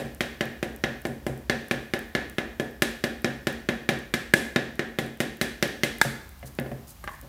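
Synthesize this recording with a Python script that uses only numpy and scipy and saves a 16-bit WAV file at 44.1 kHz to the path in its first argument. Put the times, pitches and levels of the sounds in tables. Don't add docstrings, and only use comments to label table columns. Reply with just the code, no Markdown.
import sys
import numpy as np
from scipy import signal
from scipy.fft import rfft, irfft, next_fast_len
from scipy.io import wavfile
from scipy.ndimage import uniform_filter1d

SR = 44100
rng = np.random.default_rng(int(sys.argv[2]) if len(sys.argv) > 2 else 0)


def store_wav(level_fs):
    pcm = np.round(np.clip(np.atleast_2d(level_fs), -1, 1) * 32767)
    wavfile.write(sys.argv[1], SR, pcm.T.astype(np.int16))


def nominal_scale(level):
    x = np.asarray(level, float) / 20
    return 10 ** x


N = 321249


def at_hz(points, hz):
    return np.interp(np.log(hz), np.log(np.array(points)[:, 0]), np.array(points)[:, 1])


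def band_pass(x, low_hz, high_hz):
    return signal.sosfilt(signal.butter(2, [low_hz, high_hz], "band", fs=SR, output="sos"), x)


def coloured(colour_db, channels):
    size = next_fast_len(N + SR)
    hz = np.maximum(np.fft.rfftfreq(size, 1 / SR), 10)
    spectrum = rfft(rng.standard_normal((channels, size))) * nominal_scale(colour_db(hz))
    noise = irfft(spectrum, size)[:, :N + SR]
    return noise / np.sqrt(np.mean(noise ** 2) + 1e-20)


def add(out, sound, s):
    at = sample(s)
    out[at:at + len(sound)] += sound[:len(out) - at]


def sample(s):
    return np.round((np.asarray(s) + 1) * SR).astype(int)


def struck(modes, spread_db, contact_s, scale_hz=1):
    mode, level_db, t60 = np.transpose(modes)[:, :, None]
    t = np.arange(SR // 8) / SR
    strength = nominal_scale(level_db + spread_db * rng.standard_normal(mode.shape))
    decay = nominal_scale(-60 * t / t60)
    rings = -np.sum(strength * decay * np.sin(2 * np.pi * mode * scale_hz * t), axis=0)
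    rings = signal.lfilter(np.hanning(max(3, int(contact_s * SR) + 3)), 1, rings)
    return rings / np.abs(rings).max()


def snap(low_hz, high_hz, t60):
    t = np.arange(SR // 20) / SR
    burst = band_pass(rng.standard_normal(len(t)) * nominal_scale(-60 * t / t60), low_hz, high_hz)
    return burst / np.abs(burst).max()


# (frequency [Hz], level per Hz [dB])
FLOOR_SPECTRUM = [(25, -19), (55, 6.5), (85, -2), (130, -6), (230, -13), (400, -32), (700, -19),
                  (1000, -20), (1700, -26), (3000, -28), (5000, -30), (9000, -33.5), (16000, -27.5)]
# (time [s], level [dB])
FLOOR_LEVEL = [
    (0, -49.5),
    (5.5, -52.5),
    (6.1, -48),
    (7.28, -47.5),
]
# (frequency [Hz], rms level [dB])
HUM = [(51, -55.5), (67, -53)]


def background():
    level = nominal_scale(np.interp(np.arange(N) / SR, *np.transpose(FLOOR_LEVEL)))
    hum = sum(nominal_scale(level_db) * coloured(lambda hz: -9 * ((hz - tone_hz) / 5.7) ** 2, channels=1)
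              for tone_hz, level_db in HUM)
    return level * coloured(lambda hz: at_hz(FLOOR_SPECTRUM, hz), channels=1)[0, SR:] + hum[0, SR:]


# (time [s], peak level [dB])
TICKS = [
    (1.0186, -32.5),
    (2.711, -40),
    (3.99, -36),
    (5.1736, -39),
    (6.3934, -40),
    (6.5516, -36),
    (7.0413, -35),
]


def timer_ticks():
    out = np.zeros(N + SR)
    beats = np.arange(.1482, N / SR, .3072)
    timer = list(zip(beats, -32.5 + 5.5 * rng.standard_normal(len(beats))))
    for s, peak_db in timer + TICKS:
        add(out, nominal_scale(peak_db + 5.5) * snap(low_hz=8400, high_hz=18400, t60=0.00043), s)
    return out


# (time [s], length [s], level [dB])
JINGLES = [
    (6.454, 0.027, -48.5),
    (6.871, 0.049, -47.5),
    (7.09, 0.066, -54),
]
# (frequency [Hz], level [dB], t60 [s])
WHISK = [(4160, -6, 0.028), (4770, -3, 0.031), (6400, -9, 0.025), (7800, -12, 0.017), (10500, 17, .01)]


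def whisk():
    out = np.zeros(N + SR)
    for s, length, level_db in JINGLES:
        for share in rng.random(20):
            add(out, nominal_scale(level_db - 2) * struck(WHISK, spread_db=12, contact_s=0), s + share * length)
            rustle = snap(low_hz=5000, high_hz=17000, t60=0.075)
            add(out, nominal_scale(level_db + 2) * rustle, s + share * length)
    return out


# (time [s], force into bowl [dB], force into can [dB], sharpness of edge [dB])
KNOCKS = [(-0.012, -19, -25.5, -30.5), (0.2071, -20, -19.5, -28.5), (0.4087, -18.5, -20, -33.5),
          (0.6281, -19.5, -24.5, -33.5), (0.8386, -17.5, -19, -35), (1.0524, -19.5, -28.5, -32.5),
          (1.2659, -19.5, -29, -32), (1.4973, -16.5, -17.5, -29.5), (1.7111, -17.5, -19.5, -30.5),
          (1.9367, -19, -20.5, -33.5), (2.1509, -17, -18, -33.5), (2.3835, -18, -21, -36),
          (2.598, -18, -25, -34), (2.8212, -16.5, -17.5, -21), (3.0394, -17.5, -20, -29.5),
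          (3.2449, -16.5, -19.5, -31), (3.4702, -17.7, -20, -29), (3.6885, -16, -19.5, -32.5),
          (3.89, -15, -17.5, -28), (4.1392, -19.5, -18.5, -26), (4.3376, -12, -18, -16.5),
          (4.5606, -14, -17, -31.5), (4.7934, -19, -20.5, -37), (4.987, -17.5, -22.5, -28),
          (5.2033, -17, -20, -25.5), (5.4133, -18, -19, -22), (5.6262, -15.5, -17.5, -24),
          (5.8344, -17.5, -18.5, -22)]
# (time [s], force into bowl [dB], force into can [dB], sharpness of edge [dB])
OTHER_KNOCKS = [
    (6.0142, -33, -20, -16.5),
    (6.428, -43, -43, -60),
    (6.5877, -20, -27.5, -47),
    (6.662, -29.5, -43, -67),
    (6.716, -30.5, -43, -52.5),
    (7.041, -40, -38.5, -43),
    (7.0758, -45, -32, -48),
]
# (time [s], frequency [Hz])
CAN_PITCH = [(0, 2050), (0.84, 1924), (1.27, 1700), (1.5, 1780), (2.6, 1720), (3.25, 1796), (3.9, 1750),
             (4.14, 1660), (4.5, 1730), (4.95, 1940), (5.4, 1860), (5.83, 2070), (6.015, 1510),
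             (6.43, 2065), (7.05, 1690)]


def blows():
    s, bowl_db, can_db, edge_db = np.transpose(KNOCKS + OTHER_KNOCKS)
    clank_db = 1.113 * can_db + 0.42 * edge_db + 19
    can_hz = np.interp(s, *np.transpose(CAN_PITCH))
    return np.array([s, clank_db, bowl_db, can_db, can_hz, edge_db])


def flour_db(s, hz, middle_s=3):
    return -0.5 * (np.minimum(s, 6) - middle_s) * np.log2(hz / 400)


# (frequency [Hz], t60 [s])
KITCHEN_T60 = [(100, 0.19), (260, 0.58), (700, 0.47), (1800, 0.52), (5000, 0.49), (13000, 0.37)]
# (frequency [Hz], level per Hz [dB])
KITCHEN = [(70, -52), (130, -14), (220, -7.5), (450, -12), (800, -19), (1020, -20.5), (1300, -17.5),
           (1700, -14), (2200, -18), (3000, -22), (4000, -27.5), (6000, -27.5), (10000, -22.5),
           (16000, -34)]
# (frequency [Hz], width [Hz], level [dB])
LINGERING = [(134.5, 11.4, 15.5), (232.3, 30, 7), (382, 190, 5), (550, 67, 7.5), (743, 120, 9.5),
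             (1490, 23, 6.5), (1607, 59, 7.5), (1862, 122, 10.5), (2158, 35, 6.5), (2400, 46, 4),
             (3380, 62, 6), (3840, 60, 6.5), (7340, 250, 5), (8100, 170, 9)]


def kitchen_colour(hz):
    peaks = [lift_db / (1 + (2 * (hz - at) / width) ** 2) for at, width, lift_db in LINGERING]
    return at_hz(KITCHEN, hz) + sum(peaks)


def kitchen():
    noise = coloured(kitchen_colour, channels=2)
    s, clank_db, bowl_db, can_db, can_hz, crack_db = blows()
    at, now = sample(s), np.arange(N + SR)
    last = np.maximum(np.searchsorted(at, now, "right") - 1, 0)
    since_blow = now - at[last] * (now >= at[0])
    same = .45
    thud_s, thud_db = np.transpose(THUDS)
    out, edges = 0, 70 * 2 ** (np.arange(17) / 2)
    for k, (low, high) in enumerate(zip(edges, np.minimum(edges[1:], 17000))):
        centre = np.sqrt(low * high)
        parts = [at_hz(list(zip([800, 1300, 2100, 3000, 4800, 7000], share)), centre) for share in np.eye(6)]
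        blow_db = parts[0] * bowl_db + (parts[1] + parts[2]) * can_db
        blow_db += (parts[3] + parts[4]) * clank_db + parts[5] * crack_db
        tilt_db = 8.5 * np.log2(can_hz / 1800) * np.log2(centre / 1800)
        blow_db += (parts[1] + parts[2] + parts[3]) * tilt_db
        blow_db += parts[0] * flour_db(s, np.clip(centre, 250, 800))
        energy = np.full(N + SR, 1e-18)
        energy[at] = nominal_scale(2 * blow_db)
        energy[sample(thud_s)] = nominal_scale(2 * (thud_db + 1.5)) / (1 + (centre / 500) ** 4)
        dying = nominal_scale(-2 * 60 / (at_hz(KITCHEN_T60, centre) * SR))
        rising = np.exp(-1 / (SR * (0.00033 + 2.04 / centre)))
        envelope = np.sqrt(signal.lfilter([1 - rising], np.convolve([1, -dying], [1, -rising]), energy))
        band = band_pass(noise[k % 2], low, high)
        out = out + envelope * (np.sqrt(same) * band[since_blow + SR // 4] + np.sqrt(1 - same) * band)
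    return out


def early_echoes(x):
    t = np.arange(SR // 2) / SR
    scatter = rng.standard_normal(len(t)) * nominal_scale(-60 * t / 0.69) * (1 - np.exp(-t / 0.027))
    return signal.fftconvolve(x, scatter)[:len(x)]


# (time [s], peak level [dB])
THUDS = [(0.041, -29.5), (0.447, -29.5), (0.659, -33.5), (0.871, -30), (1.082, -28), (1.293, -27),
         (1.534, -26), (1.744, -31), (2.628, -31), (3.279, -32), (3.923, -30.5), (4.358, -47), (4.594, -44),
         (5.02, -29), (5.451, -38), (5.662, -44), (6.053, -22.5), (6.111, -30), (6.281, -55), (6.436, -33),
         (6.598, -29), (6.665, -36), (6.727, -30.5), (7.227, -35.5)]
# (frequency [Hz], level [dB], t60 [s])
COUNTER = [(132, 3, 0.31), (222, -10.5, 0.055), (540, -11.5, 0.067)]


def counter_thuds():
    out = np.zeros(N + SR)
    for s, peak_db in THUDS:
        add(out, nominal_scale(peak_db) * struck(COUNTER, spread_db=-6.5, contact_s=0.0016), s)
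    return out


# (time [s], peak level [dB])
SQUARE_BLOWS = [
    (4.338, 1),
    (6.015, -1),
]
# (time [s], peak level [dB])
BARE_BLOW = [
    (6.015, -3),
]
# (time [s], peak level [dB])
RIM_BUMPS = [
    (6.05, -20.5),
    (6.43, -33.5),
    (6.718, -28),
    (7.25, -42),
]
# (time [s], peak level [dB])
TIPPED_TAPS = [
    (7.04, -27),
    (7.0765, -20.5),
]
# (frequency [Hz], level [dB], t60 [s])
SHELL = [(1628, 0.5, 0.084), (1700, 11.5, 0.038), (2050, 5, .02)]
BARE_SHELL = [(900, -5, .03), (1450, -4, .025), (3550, 0, .012), (4050, -1, .012)]
FOOT = [(570, 2.5, 0.16), (696, 6.5, .045)]
EMPTY_CAN = [(622, -15, 0.19), (822, -7, 0.068), (1200, 3, 0.032), (1600, 2, 0.053)]


def square_blows_and_handling():
    out = np.zeros(N + SR)
    pairs = (SQUARE_BLOWS, SHELL), (BARE_BLOW, BARE_SHELL), (RIM_BUMPS, FOOT), (TIPPED_TAPS, EMPTY_CAN)
    for events, modes in pairs:
        for s, peak_db in events:
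            add(out, nominal_scale(peak_db) * struck(modes, spread_db=1.5, contact_s=0), s)
    return out


def tipped_rattle():
    out = np.zeros(N + SR)
    for share in rng.random(30):
        s = 7.08 + share * (7.2 - 7.08)
        peak_db = -30.5 + share * (-51 + 30.5)
        hz = 1110 + share * (1050 - 1110)
        hollow = [(hz, 0, .03), (1.6 * hz, -6, .02)]
        add(out, nominal_scale(peak_db) * struck(hollow, spread_db=4, contact_s=0), s)
    return out


# (frequency [Hz], level re blow [dB], t60 [s])
LONG_BOWL = [(231.3, -16, 0.22), (351.6, -12, 0.13), (470, -35, 0.099), (572, -12, 0.13), (778, -14, 0.1)]
LONG_CAN = [(1444, -22.5, 0.34), (1646, -27, 0.39), (1720, -16, 0.34), (1718, -15, 0.12),
            (2067, -6.5, 0.08), (2150, -31, 0.14), (2445, -32, 0.87), (2830, -18, 0.067), (3250, -33, 0.26),
            (3830, -22, 0.13)]


def long_rings():
    s, clank_db, bowl_db, can_db, can_hz, crack_db = blows()
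    out = np.zeros(N + SR)
    for modes, blow_db in ((LONG_BOWL, bowl_db), (LONG_CAN, can_db)):
        for hz, level_db, t60 in modes:
            near_db = 0.5 * (np.exp(-(np.log2(hz / can_hz) / 0.26) ** 2) - 4.05)
            drive_db = blow_db + level_db + near_db + (hz < 1000) * flour_db(s, hz, middle_s=4.5)
            clicks = np.full(N + SR, 1e-18)
            clicks[sample(s)] = nominal_scale(drive_db + 2 * rng.standard_normal(len(s)))
            r, w = nominal_scale(-60 / (t60 * SR)), 2 * np.pi * hz / SR
            out += signal.lfilter([0, -np.sin(w)], [1, -2 * r * np.cos(w), r * r], clicks)
    return out


# (frequency [Hz], level [dB], t60 [s])
BOWL = [(130, -11, 0.068), (240, -4, 0.13), (266, -15, 0.014), (368, 1.5, 0.03), (425, 2, 0.018),
        (524, -0.5, 0.033), (600, 0, 0.029), (772.4, -10.5, 0.083), (1026, -7, 0.038), (1115, -24, 0.069)]
CLANK = [(2350, 17, 0.021), (2880, 27.5, 0.0069), (3164, 12.5, 0.032), (3470, 14.5, 0.013),
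         (3720, -1, 0.08), (4480, -34, 0.0063), (4460, -60, 0.014), (5440, 15.5, 0.017)]
# (frequency [multiple of can pitch], level [dB], t60 [s])
CAN = [(.83, -10, .03), (1., 0, .035), (1.13, -8, .025), (1.27, -11, .02)]


def sifter_on_bowl():
    out = np.zeros(N + SR)
    for s, clank_db, bowl_db, can_db, can_hz, crack_db in blows().T:
        filled = [(hz, db + flour_db(s, hz), t60) for hz, db, t60 in BOWL]
        add(out, nominal_scale(bowl_db + 6.0) * struck(filled, spread_db=2, contact_s=0.0005), s)
        can = nominal_scale(can_db + 4.5) * struck(CAN, spread_db=3.0, contact_s=.0001, scale_hz=can_hz)
        can += nominal_scale(clank_db - 1.0) * struck(CLANK, spread_db=9.0, contact_s=0)
        add(out, can, s)
        add(out, nominal_scale(-20.0) * can, s + 0.002765)
        add(out, nominal_scale(can_db) * snap(low_hz=0.84 * can_hz, high_hz=1.576 * can_hz, t60=0.045), s)
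        add(out, nominal_scale(clank_db - 5) * snap(low_hz=2300, high_hz=5540, t60=0.026), s)
        add(out, nominal_scale(crack_db - 1.5) * snap(low_hz=4700, high_hz=14800, t60=0.09), s)
        add(out, nominal_scale(crack_db + 5.5) * snap(low_hz=2540, high_hz=15300, t60=0.007), s)
    return out


def scene():
    small = timer_ticks() + whisk()
    knocks = counter_thuds() + square_blows_and_handling() + tipped_rattle() + long_rings() + sifter_on_bowl()
    knocks = signal.sosfilt(signal.butter(3, 125, "high", fs=SR, output="sos"), knocks)
    echoes = early_echoes(knocks + nominal_scale(6.0) * small)
    near = knocks + small + nominal_scale(-46.0) * echoes + nominal_scale(-9.5) * kitchen()
    return (near[SR:] + background())[None]


def roll_off(x):
    return signal.sosfilt(signal.butter(12, 16670, fs=SR, output="sos"), x)


def record(dry):
    limit_db, sense_s = -10.5, .001
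    release_db_per_s, lag_s, attack_s = 280, .0065, .0012
    top = .68
    x = signal.sosfilt(signal.butter(3, 44, "high", fs=SR, output="sos"), dry)
    sensed = uniform_filter1d(np.abs(x[0]), size=int(sense_s * SR) + 1)
    over_db = np.maximum(20 * np.log10(sensed + 1e-9) - limit_db, 0)
    slope = release_db_per_s * np.arange(N) / SR
    held_db = np.maximum.accumulate(over_db + slope) - slope
    late_db = np.interp(np.arange(N) - lag_s * SR, np.arange(N), np.maximum(held_db, 0))
    r = np.exp(-1 / (attack_s * SR))
    duck_db = signal.lfilter([1 - r], [1, -r], late_db)
    x = np.clip(x * nominal_scale(-duck_db), -top, top)
    x = signal.sosfilt(signal.cheby2(8, 50, 16900, fs=SR, output="sos"), x)
    return roll_off(x)


dry = scene()
out = record(dry)
store_wav(out)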